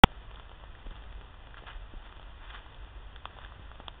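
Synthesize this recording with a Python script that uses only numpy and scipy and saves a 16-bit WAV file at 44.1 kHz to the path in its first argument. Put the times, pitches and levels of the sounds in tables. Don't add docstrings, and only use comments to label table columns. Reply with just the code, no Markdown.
import sys
import numpy as np
from scipy import signal
from scipy.fft import rfft, irfft
from scipy.io import wavfile

SR = 44100
rng = np.random.default_rng(int(sys.argv[2]) if len(sys.argv) > 2 else 0)


def persist_wave(psi):
    counts = np.round(np.clip(psi, -1, 1) * 32767).astype(np.int16)
    wavfile.write(sys.argv[1], SR, np.atleast_2d(counts).T)


N = 176400


# start_s, pop_db, pitch_hz, tick_db (before its boost), swell_s
AIR_POCKETS = [(.1187, -38.5, 890, -52, 0.00036), (0.3587, -50, 1080, -39, .0004),
               (.3716, -40.5, 1230, -53, 0.00046), (.3979, -37.5, 1050, -41, 0.00036),
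               (0.4943, -44, 1040, -46, .0005), (.516, -37.5, 750, -52, 0.00041),
               (0.6384, -35.5, 980, -52, 0.00031), (0.7509, -42.5, 1810, -57, 0.0007),
               (0.9086, -40, 1390, -41.5, .0004), (0.965, -44, 1090, -43, 0.00034),
               (1.0384, -41.5, 1600, -47.5, 0.00044), (1.3422, -42.5, 1120, -55, 0.00047),
               (1.5433, -35.5, 1590, -55, 0.00043), (1.5707, -37.5, 1380, -56, 0.00034),
               (1.6376, -38, 730, -56, 0.00051), (2.1252, -37, 1160, -56, 0.00032),
               (2.197, -39, 750, -51, 0.00045), (2.229, -42.5, 1050, -42, 0.00043),
               (2.663, -41, 990, -48, 0.00056), (2.746, -47, 1270, -41, .0004),
               (3.1614, -37, 1540, -37, 0.00045), (3.255, -25.5, 1150, -29, 0.0006),
               (3.3684, -40.5, 610, -56, 0.00043), (3.3871, -36, 1010, -43, 0.00043),
               (3.4481, -38.5, 1645, -41, .0009), (3.5216, -40, 1140, -55, .0006),
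               (3.7157, -33.5, 1220, -57, 0.00032), (3.8013, -31, 735, -56, 0.0003),
               (3.8822, -27, 1075, -25.5, 0.00036)]
def mud_clicks():
    tick_boost_db, spatter_vs_pop_db, spatter_decay_s = 2.5, -8.5, 0.0062
    out, t = np.zeros(N), np.arange(SR // 20) / SR
    tick = amp(tick_boost_db) * ring(t, hz=3500, peak_s=0.00028)
    for start_s, pop_db, pitch_hz, tick_db, swell_s in AIR_POCKETS:
        pop = ring(t, pitch_hz, swell_s)
        spatter = amp(spatter_vs_pop_db) * np.exp(-t / spatter_decay_s) * rng.standard_normal(len(t))
        add(out, start_s, amp(pop_db) * (pop + spatter) + amp(tick_db) * tick)
    return out


# peak_s, rise_s, fall_s, level_db
LEAF_PRESSES = [(.40, .05, 0.065, -56), (.91, .03, .13, -51.5), (1.581, 0.0058, 0.0084, -35.5),
                (1.679, 0.012, 0.015, -36), (1.705, 0.0097, 0.034, -41.5), (2.05, 0.064, .06, -48),
                (2.43, .03, .05, -45), (2.505, 0.011, .015, -45), (2.547, .025, 0.043, -39.5),
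                (3.42, .07, 0.066, -46), (3.66, .06, 0.09, -55)]
# freq_hz, gain_db
LEAF_EQ = [(150, -15), (400, -10), (750, -3), (1100, 1.5), (1700, 1), (2700, -5), (3500, -3), (4500, -3.5)]
def leaf_crackle():
    t = np.arange(N) / SR
    pressure = sum(amp(level_db) * np.exp(-np.maximum((peak_s - t) / rise_s, (t - peak_s) / fall_s))
                   for peak_s, rise_s, fall_s, level_db in LEAF_PRESSES)
    crackle = grains(per_s=2500, spread_db=3)
    clumps = amp(2.06 * waver(per_s=90))
    return pressure * unit(colour(crackle * clumps, LEAF_EQ))


# start_s, level_db, pitch_hz
FOOTFALLS = [(.855, -35.5, 32), (1.748, -34.5, 38), (1.93, -35.5, 29.6), (2.40, -41.5, 30),
             (2.954, -44, 42.24)]
# start_s, level_db
SKIN_PATS = [(.861, -36.5), (.912, -42), (1.622, -44), (1.937, -40), (3.367, -49), (3.595, -45),
             (3.801, -47.5)]
def footfalls():
    pat_decay_s, pat_cutoff_hz = 0.0054, 350
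    out, t = np.zeros(N), np.arange(SR // 3) / SR
    for start_s, level_db, pitch_hz in FOOTFALLS:
        add(out, start_s, amp(level_db) * ring(t, pitch_hz, peak_s=0.019))
    lowpass = signal.butter(2, pat_cutoff_hz, fs=SR, output="sos")
    for start_s, level_db in SKIN_PATS:
        dull_noise = unit(signal.sosfilt(lowpass, rng.standard_normal(len(t))))
        add(out, start_s, amp(level_db) * np.exp(-t / pat_decay_s) * dull_noise)
    return out


# pitch_hz, drive_db
INPUT_RINGING = [(114, 12.5), (831.5, 9), (1328.7, 4.4), (2644.8, 3), (3298, 4.5)]
def switch_on_pop():
    start_s, length_s, sticks_after_s, decay_s = 0.0361, 0.0081, 0.0047, 0.038
    bias, stuck_drive, ceiling_db = -1.35, 3.3, -4.5
    out, t = np.zeros(N), np.arange(0, length_s, 1 / SR)
    tones = sum(amp(drive_db) * np.sin(2 * np.pi * hz * t) for hz, drive_db in INPUT_RINGING)
    surge = np.exp(-t / decay_s) * tones
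    drive = np.where(t < sticks_after_s, surge + bias, stuck_drive)
    add(out, start_s, amp(ceiling_db) * np.tanh(2 * drive))
    return out


# freq_hz, gain_db
HISS_EQ = [(150, -1.5), (300, -1), (450, -1), (700, 0), (1000, .5), (1700, -2.5), (2700, -6), (3400, -4.5),
           (4500, -3.5)]
# freq_hz, gain_db
RUMBLE_EQ = [(5, -7.5), (20, -5.5), (35, -4), (50, 1.5), (65, -9), (85, -10.5), (120, -15.5), (160, -25.5),
             (300, -39), (900, -71)]
def background():
    strays = unit(colour(grains(per_s=99, spread_db=4), HISS_EQ)) * amp(-57)
    hiss = unit(colour(rng.standard_normal(N), HISS_EQ)) * amp(-50 + 0.52 * waver(per_s=12))
    rumble = unit(colour(rng.standard_normal(N), RUMBLE_EQ)) * amp(-48 + waver(per_s=4))
    return strays + hiss + rumble


def ring(t, hz, peak_s):
    return t / peak_s * np.exp(1 - t / peak_s) * np.sin(2 * np.pi * hz * t)


def grains(per_s, spread_db):
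    size = amp(spread_db * np.minimum(rng.exponential(1, N), 4))
    return size * rng.choice([-1, 1], N) * (rng.random(N) < per_s / SR)


def waver(per_s):
    f = np.fft.rfftfreq(N, 1 / SR)
    smoothing = np.exp(-(f / per_s) ** 2) * (f > 0)
    return unit(irfft(rfft(rng.standard_normal(N)) * smoothing, N))


def colour(x, eq):
    freq_hz, gain_db = np.transpose(eq)
    f = np.fft.rfftfreq(N, 1 / SR)
    curve_db = np.interp(np.log(f + 1), np.log(freq_hz), gain_db)
    return irfft(rfft(x) * amp(curve_db), N)


def amp(db):
    return 10 ** (np.asarray(db) / 20)


def unit(x):
    return x / np.sqrt(np.mean(x ** 2) + 1e-20)


def add(mix, start_s, sound):
    part = mix[max(round(start_s * SR), 0):][:len(sound)]
    part += sound[:len(part)]


def scene():
    return (mud_clicks() + leaf_crackle() + footfalls() + switch_on_pop() + background())[None]


# freq_hz, gain_db
MIC_EQ = [(20, 0), (1800, 0.5), (3450, 1), (3650, -3.5), (3850, -18.5), (4020, -31), (4280, -23.5),
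          (4450, -33.5), (4650, -59.5), (6000, -89)]
def record(dry):
    notch_hz, notch_width_hz, band_limit_hz = 2205, 330, 16800
    switch_on_s, bit_step = 0.03632, 2 ** -15
    f = np.fft.rfftfreq(N, 1 / SR)
    notch = (notch_hz ** 2 - f ** 2) / (notch_hz ** 2 - f ** 2 + 1j * f * notch_width_hz)
    muffled = irfft(rfft(colour(dry[0], MIC_EQ)) * notch, N)
    switched_on = np.arange(N) / SR > switch_on_s
    quantised = np.round(muffled * switched_on / bit_step) * bit_step
    lowpass = signal.firwin(511, band_limit_hz, window=("kaiser", 9), fs=SR)
    return signal.oaconvolve(quantised, lowpass, "same")[None]


dry = scene()
out = record(dry)
persist_wave(out)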